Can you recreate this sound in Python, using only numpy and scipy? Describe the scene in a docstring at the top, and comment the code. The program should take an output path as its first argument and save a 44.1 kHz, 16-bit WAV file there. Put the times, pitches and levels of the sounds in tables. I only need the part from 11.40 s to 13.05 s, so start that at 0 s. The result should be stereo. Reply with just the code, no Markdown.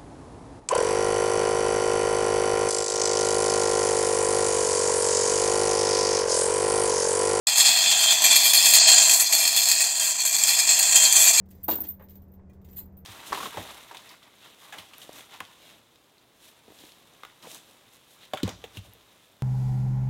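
"""Faint clinks over a low outdoor rumble, then a clank: a steel tie-down chain drops on a flatbed trailer.
The impact excites the modes of the deck and the hook. The chain slides on link by link, each contact a
dry click with a very high ring; it chafes, knocks on the boards and the rail, and rings the binder.
Behind it, in the open yard, the low tones of a distant idling engine beat against each other."""
import sys
import numpy as np
from scipy import signal
from scipy.fft import rfft, irfft, next_fast_len
from scipy.io import wavfile
from scipy.ndimage import map_coordinates

SR = 44100
rng = np.random.default_rng(int(sys.argv[2]) if len(sys.argv) > 2 else 0)


def put_to_file(sound):
    """Save the sound as 16-bit audio at rate SR, in the file named by the first command-line argument."""
    columns = np.atleast_2d(sound).T  # one column per channel
    safe = np.clip(columns, -1, 1)
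    whole_steps = np.round(safe * 32767)
    wavfile.write(sys.argv[1], SR, whole_steps.astype(np.int16))


N = 72765
RING_TIME = np.arange(int(0.3 * SR)) / SR  # time axis of one impact [s]
SIDES = np.array([[1], [-1]])  # plus on the left, minus on the right


def amp(db):
    """Decibels as an amplitude ratio."""
    return 10 ** (np.asarray(db) / 20)


def unit(x):
    """Normalisation to rms 1."""
    return x / np.sqrt(np.mean(x ** 2, axis=-1, keepdims=True) + 1e-20)


def along(points, hz):
    """Interpolation of (frequency, value) points on a logarithmic frequency axis."""
    f, v = np.transpose(points)
    return np.interp(np.log(hz + 1), np.log(f + 1), v)


def filtered(x, response):
    """Linear filtering: the spectrum is multiplied by a frequency response."""
    n = x.shape[-1]
    padded = next_fast_len(n + 2048)
    return irfft(rfft(x, padded) * response(np.fft.rfftfreq(padded, 1 / SR)), padded)[..., :n]


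def from_left(x, lead_s):
    """Interaural time difference: the left side leads the right."""
    return filtered(x, lambda hz: np.exp(1j * np.pi * hz * lead_s * SIDES))


def noise(spectrum, size):
    """Spectral shaping gives two independent coloured noises of rms 1."""
    gain = amp(along(spectrum, np.fft.rfftfreq(size, 1 / SR)))
    return unit(irfft(rfft(rng.standard_normal((2, size))) * gain, size))


def rise(t, attack_s):
    """Exponential approach to full amplitude."""
    return 1 - np.exp(-t / attack_s)


def fade(t, t60):
    """Exponential decay, 60 dB in t60 seconds."""
    return np.exp(-np.log(1000) * t / t60)


def die_away(t, t60, tail_db, tail_t60):
    """Double-slope decay: the direct sound and the yard's slower answer add in energy."""
    return np.hypot(fade(t, t60), amp(tail_db) * fade(t, tail_t60))


def modes(table, t, width, detune=0.007):
    """Superposition of damped modes, varied at each strike; width scatters phase between the sides."""
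    out = 0
    for hz, db, t60 in table:
        phase = rng.uniform(0, 2 * np.pi) + width * rng.standard_normal((2, 1))
        strength = amp(db + rng.uniform(-3, 3))
        pitch = hz * (1 + detune * rng.standard_normal())
        out = out + strength * fade(t, t60) * np.sin(2 * np.pi * pitch * t + phase)
    return out / np.sqrt(sum(amp(db) ** 2 for _, db, _ in table) / 2)


def add(out, start_s, sound):
    """Superposition of a sound on the mix from start_s onward."""
    part = out[:, max(0, round(start_s * SR)):][:, :sound.shape[1]]
    part += sound[:, :part.shape[1]]


# spectrum of the rumble (frequency [Hz], relative level [dB])
RUMBLE_SPECTRUM = [(20, 1), (45, -0.1), (70, 2.5), (130, 2), (190, 1), (290, -3.5), (450, -5.5),
                   (700, -11.5), (1000, -14), (1700, -23.5), (3000, -41.5), (7000, -43.5), (10000, -54),
                   (15000, -56)]
# likeness of left and right (frequency [Hz], coherence [0-1])
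RUMBLE_COHERENCE = [(60, 0.96), (240, 0.7), (500, 1), (950, 0.74), (15000, 0)]
# envelope of the rumble (time [s], level [dB])
RUMBLE_LEVEL = [(0, -55), (.35, -55), (1.0, -54.5), (1.4, -52.5), (1.65, -55.5)]
def rumble():
    """Wind and far machinery form a partly coherent noise field, nearly mono in the bass."""
    def mid_side_gains(hz):
        angle = np.arccos(np.clip(along(RUMBLE_COHERENCE, hz), -1, 1)) / 2
        return np.array([np.cos(angle), np.sin(angle)])
    mid, side = filtered(noise(RUMBLE_SPECTRUM, N), mid_side_gains)
    level_db = np.interp(np.arange(N) / SR, *np.transpose(RUMBLE_LEVEL))
    return amp(level_db) * unit(mid + SIDES * side)


# tones of the idling engine (frequency [Hz], level [dB])
ENGINE_TONES = [(73.8, -57), (84.6, -55), (191.6, -55)]
def engine(sway_hz=1.22, sways_per_s=9, throb_at_s=0.16, pan_db=0.7):
    """Beating: the engine's tones wander together, and the two lowest interfere in an even throb."""
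    t = np.arange(N) / SR
    sway = map_coordinates(rng.standard_normal(64), [t * sways_per_s], mode="mirror")  # smooth and random
    drift = np.cumsum(sway_hz * sway) / SR + rng.random()  # cycles
    hum = sum(amp(db) * np.sin(2 * np.pi * (hz * (t - throb_at_s) + drift)) for hz, db in ENGINE_TONES)
    return np.sqrt(2) * hum * amp(pan_db * SIDES)


# knocks of the chain on the boards (time [s], level [dB])
BOARD_KNOCKS = [(.596, -49.5), (.607, -50), (.619, -52.5), (0.629, -65), (0.994, -62.5)]
# response of the wood (frequency [Hz], relative level [dB])
BOARD_SPECTRUM = [(200, -24), (400, 1.5), (700, -2), (870, 3.5), (1150, -4), (1300, -12), (1800, -5.5),
                  (2300, -15), (3600, -26), (6000, -42)]
def boards(width=0.92):
    """Heavy damping broadens resonances: the wooden boards answer a knock with a short clunk."""
    out, t = np.zeros((2, N)), RING_TIME
    envelope = die_away(t, t60=0.047, tail_db=-5.5, tail_t60=0.18) * rise(t, 0.00089)
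    for start, db in BOARD_KNOCKS:
        mid, side = noise(BOARD_SPECTRUM, len(t))
        add(out, start, amp(db) * envelope * (mid + width * SIDES * side))
    return out


# strikes on the hook, the binder and the side rail (time [s], level [dB])
HOOK_STRIKES = [(.285, -38.5), (.313, -37.5), (.327, -40), (.438, -61.5), (.453, -54)]
BINDER_STRIKES = [(1.25, -66), (1.295, -62), (1.362, -58), (1.374, -52), (1.390, -53), (1.403, -56)]
RAIL_STRIKES = [(1.096, -57), (1.108, -62)]
# their modes (frequency [Hz], relative level [dB])
HOOK_MODES = [(2430, -3), (2772, -2.5), (2934, -3.5), (3070, -13), (3311, -5), (3490, -10), (3790, -1.5),
              (3870, -4.5), (4118, -18), (4296, -4.5), (4646, -6.5), (4840, -16.5), (7520, -1.5)]
BINDER_MODES = [(2075, 3.5), (2584, -1), (2900, -13), (3332, -7), (3650, -4), (4097, 4.5), (4425, -6),
                (4880, 3), (6595, 4), (6850, -18), (7270, 8.5), (7600, 1), (8484, 3)]
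RAIL_MODES = [(581, 6), (861, -6), (1950, -6), (2010, -8), (2420, -3)]
def hardware(hook_t60=0.11, binder_t60=0.115, rail_t60=0.065, pan_db=1.3):
    """Free vibration: struck by the chain, hook, binder and rail ring at their natural frequencies."""
    out, t = np.zeros((2, N)), RING_TIME
    for strikes, table, t60 in ((HOOK_STRIKES, HOOK_MODES, hook_t60),
                                (BINDER_STRIKES, BINDER_MODES, binder_t60),
                                (RAIL_STRIKES, RAIL_MODES, rail_t60)):
        damped = [(hz, level, t60) for hz, level in table]
        for start, db in strikes:
            add(out, start, amp(db) * modes(damped, t, width=1.97) * rise(t, 0.00095))
    return out * amp(pan_db * SIDES)


# the chain landing on the deck (time [s], thud level [dB], clang level [dB])
DECK_BLOWS = [(0.2806, -28.5, -32), (.286, -31, -21.5), (.302, -39.5, -35.5), (.322, -35, -37.5),
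              (.338, -47, -40.5), (.385, -40, -41.5), (0.413, -43, -61.5), (.440, -45, -51),
              (1.383, -69, -58.5), (1.406, -57, -57)]
# modes of the deck's body and steel edge (frequency [Hz], relative level [dB], T60 [s])
BODY_MODES = [(195.3, -3.5, 0.097), (252, 4.5, 0.07), (288.5, 3, 0.13), (324.5, 3.5, 0.18), (393, -8, 0.31),
              (450, -7.5, 0.21)]
EDGE_MODES = [(575, -12, 0.22), (608.4, -6.5, 0.29), (676, -4, 0.2), (790, -13.5, 0.25), (867, 4.5, 0.11),
              (939, 7, 0.056), (1006, -2.5, 0.11), (1183, 3.5, 0.04), (1525, -1, 0.059)]
# noise of a blow in body and edge (frequency [Hz], relative level [dB])
THUD_SPECTRUM = [(60, -28), (150, 12.5), (270, 19), (450, 4), (800, -24), (2000, -40.5)]
CLANG_SPECTRUM = [(200, -15), (550, -1), (750, -1.5), (920, -5), (1150, -9), (1550, -9), (1900, -14),
                  (4000, -41), (9000, -64.5)]
def deck(modes_db=-1, thud_width=0.22, clang_width=0.44):
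    """Impact excitation: the chain's weight sets off a thud in the deck and a clang in its steel edge."""
    out, t = np.zeros((2, N)), RING_TIME
    envelope = die_away(t, t60=0.024, tail_db=-16.5, tail_t60=0.44)
    for start, thud_db, clang_db in DECK_BLOWS:
        for table, spectrum, db, width in ((BODY_MODES, THUD_SPECTRUM, thud_db, thud_width),
                                           (EDGE_MODES, CLANG_SPECTRUM, clang_db, clang_width)):
            mid, side = noise(spectrum, len(t))
            burst = (mid + width * SIDES * side) * envelope
            ring = amp(modes_db) * modes(table, t, width)
            add(out, start, amp(db) * (burst + ring) * rise(t, 0.0017))
    return from_left(out, lead_s=0.00019)


# links rubbing together (time [s], duration [s], level [dB])
LINK_CHAFES = [(0.105, .014, -58), (.236, .016, -50), (1.367, 0.035, -49)]
# rasp of one slip (frequency [Hz], relative level [dB])
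SLIP_SPECTRUM = [(5500, -31), (7200, -5), (9300, -8.5), (12000, 3), (15500, -12)]
def chafing(slips_per_s=1500, pan_db=0.8):
    """Stick-slip friction: taut links catch and release in a quick run of tiny bright ticks."""
    out, t = np.zeros((2, N)), RING_TIME
    for start, duration, db in LINK_CHAFES:
        slips = (rng.random(N) < slips_per_s / SR) * rng.exponential(1, N)
        train = unit(slips[:int(duration * SR)])
        tick = noise(SLIP_SPECTRUM, len(t)) * fade(t, t60=0.014)
        tick /= np.linalg.norm(tick[0])
        add(out, start, amp(db) * signal.fftconvolve(tick, train[None], axes=1))
    return out * amp(pan_db * SIDES)


# a link's resonances, the hiss around them and its radiating band (frequency [Hz], relative level [dB])
LINK_RESONANCES = [(13790, -5.5), (14480, -5.5), (15330, -10.5)]
HISS_SPECTRUM = [(9000, -26.5), (12000, 6), (13000, 0.5), (14500, -12.5), (15700, -4), (16500, -27.5)]
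RADIATING_BAND = [(9000, -36), (12500, -28), (13200, 2), (13600, -1.5), (15450, -2), (15800, -16.5)]
def link_ring(t, spread_hz=71, detune_hz=40, hiss_db=-10):
    """Modal overlap: neighbouring links ring at slightly different pitches, merging into narrow bands."""
    hz = np.fft.rfftfreq(len(t), 1 / SR)
    bands = 0
    for centre, db in LINK_RESONANCES:
        offset_hz = hz - centre - rng.normal(0, detune_hz)
        bands = bands + amp(db) / (1 + np.abs(offset_hz / spread_hz) ** 3.17 / 2)
    band_noise = irfft(rfft(rng.standard_normal((2, len(t)))) * bands, len(t))
    envelope = die_away(t, t60=0.081, tail_db=-20, tail_t60=0.19)
    ring = unit(band_noise * envelope) * np.sqrt(np.mean(envelope ** 2))
    hiss = amp(hiss_db) * noise(HISS_SPECTRUM, len(t)) * fade(t, t60=0.12)
    return filtered((ring + hiss) * rise(t, 0.0018), lambda f: amp(along(RADIATING_BAND, f)))


# click of link on link (frequency [Hz], relative level [dB])
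CLICK_SPECTRUM = [(300, -0.5), (1400, -3.5), (2000, 6), (2600, -3), (3600, 3.5), (5400, -4.5), (7500, -1.5),
                  (9200, -7.5), (11500, 3), (14000, -8), (15500, 12.5), (16100, -34.5)]
def link_click(t, partial_band_hz=(2470, 8404), partial_db=-12.5, partial_t60=0.094):
    """A brief force has a broad spectrum: a dry click, with a few weak partials of the link."""
    partials = [(hz, 0, partial_t60) for hz in rng.uniform(*partial_band_hz, size=12)]
    burst = noise(CLICK_SPECTRUM, len(t)) * die_away(t, t60=0.024, tail_db=-9.5, tail_t60=0.2)
    return (burst + amp(partial_db) * modes(partials, t, width=1)) * rise(t, 0.00061)


def contact(ring_db, click_db, ring_pan_db=4, click_pan_db=0.8):
    """A collision of two links radiates a ring and a click, both louder on the left."""
    ring = amp(ring_db + ring_pan_db * SIDES) * link_ring(RING_TIME)
    click = amp(click_db + click_pan_db * SIDES) * link_click(RING_TIME)
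    return ring + click


# single link contacts (time [s], ring level [dB], click level [dB])
CHAIN_CLINKS = [(0.058, -67, -66.5), (0.088, -57.5, -61.5), (0.11, -50, -51), (0.15, -53, -75),
                (.231, -36, -65.5), (.236, -28, -60), (0.24, -28, -55), (0.248, -56, -60),
                (.281, -18.5, -37.5), (0.287, -19.5, -34.5), (.298, -15.5, -36), (0.309, -17.5, -29),
                (0.327, -24.5, -40), (0.34, -23.5, -55), (.355, -19, -41.5), (0.376, -27, -48),
                (0.394, -29, -50), (0.404, -22.5, -50), (0.413, -24.5, -46), (.437, -31, -46.5),
                (.452, -38, -70), (0.469, -31, -60), (0.486, -21.5, -56.5), (.503, -29, -54),
                (0.529, -42, -73), (0.595, -57, -67), (0.623, -48, -98), (0.638, -49, -86.5),
                (0.686, -53, -54.5), (0.694, -46, -60), (0.705, -45, -55), (0.731, -63, -69),
                (.755, -42, -56), (0.761, -48, -69), (0.819, -55, -65.5), (0.837, -63.5, -77),
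                (0.881, -64, -77), (.918, -55.5, -76.5), (0.937, -54, -66), (1.097, -84, -62.5),
                (1.133, -71.5, -61.5), (1.215, -63.5, -67), (1.246, -53.5, -56), (1.287, -55, -56),
                (1.311, -47, -72), (1.329, -45.5, -53), (1.345, -54, -60), (1.368, -33, -51.5),
                (1.385, -29.5, -48), (1.388, -35, -54.5), (1.399, -36, -62), (1.426, -48, -74),
                (1.456, -52.5, -99), (1.525, -65, -94), (1.57, -43, -67), (1.586, -48, -73)]
# the chain sliding over steel (time [s], duration [s], ring level [dB], click level [dB])
CHAIN_SLIDES = [(0.102, 0.12, -75, -69), (0.286, 0.05, -28, -42), (0.433, 0.028, -60, -48.5),
                (0.601, 0.058, -64, -75), (0.692, 0.06, -66, -69.5), (1.25, 0.18, -70, -70),
                (1.358, 0.035, -39, -57)]
def chain(contacts_per_s=450, weakest_db=-7, range_db=8):
    """Impulse response: a clink is one contact, a slide is a contact convolved with an uneven train."""
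    out = np.zeros((2, N))
    for start, ring_db, click_db in CHAIN_CLINKS:
        add(out, start, contact(ring_db, click_db))
    for start, duration, ring_db, click_db in CHAIN_SLIDES:
        jitter, force = rng.random((200, 2)).T
        times = (np.arange(len(jitter)) + jitter) / contacts_per_s
        strengths = amp(weakest_db + range_db * force)
        train = np.bincount((times * SR).astype(int), strengths)[:int(duration * SR)]
        add(out, start, signal.fftconvolve(contact(ring_db, click_db), train[None], axes=1))
    return out


def scene():
    """Superposition: chain and trailer sound over the yard's background, which arrives from the left."""
    background = from_left(engine() + rumble(), lead_s=0.00037)
    return background + chain() + chafing() + hardware() + deck() + boards()


def record(dry, cutoff_hz=16300):
    """Band limiting: an ideal low-pass filter removes everything above the cutoff."""
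    return filtered(dry, lambda hz: hz < cutoff_hz)


dry = scene()
out = record(dry)
put_to_file(out)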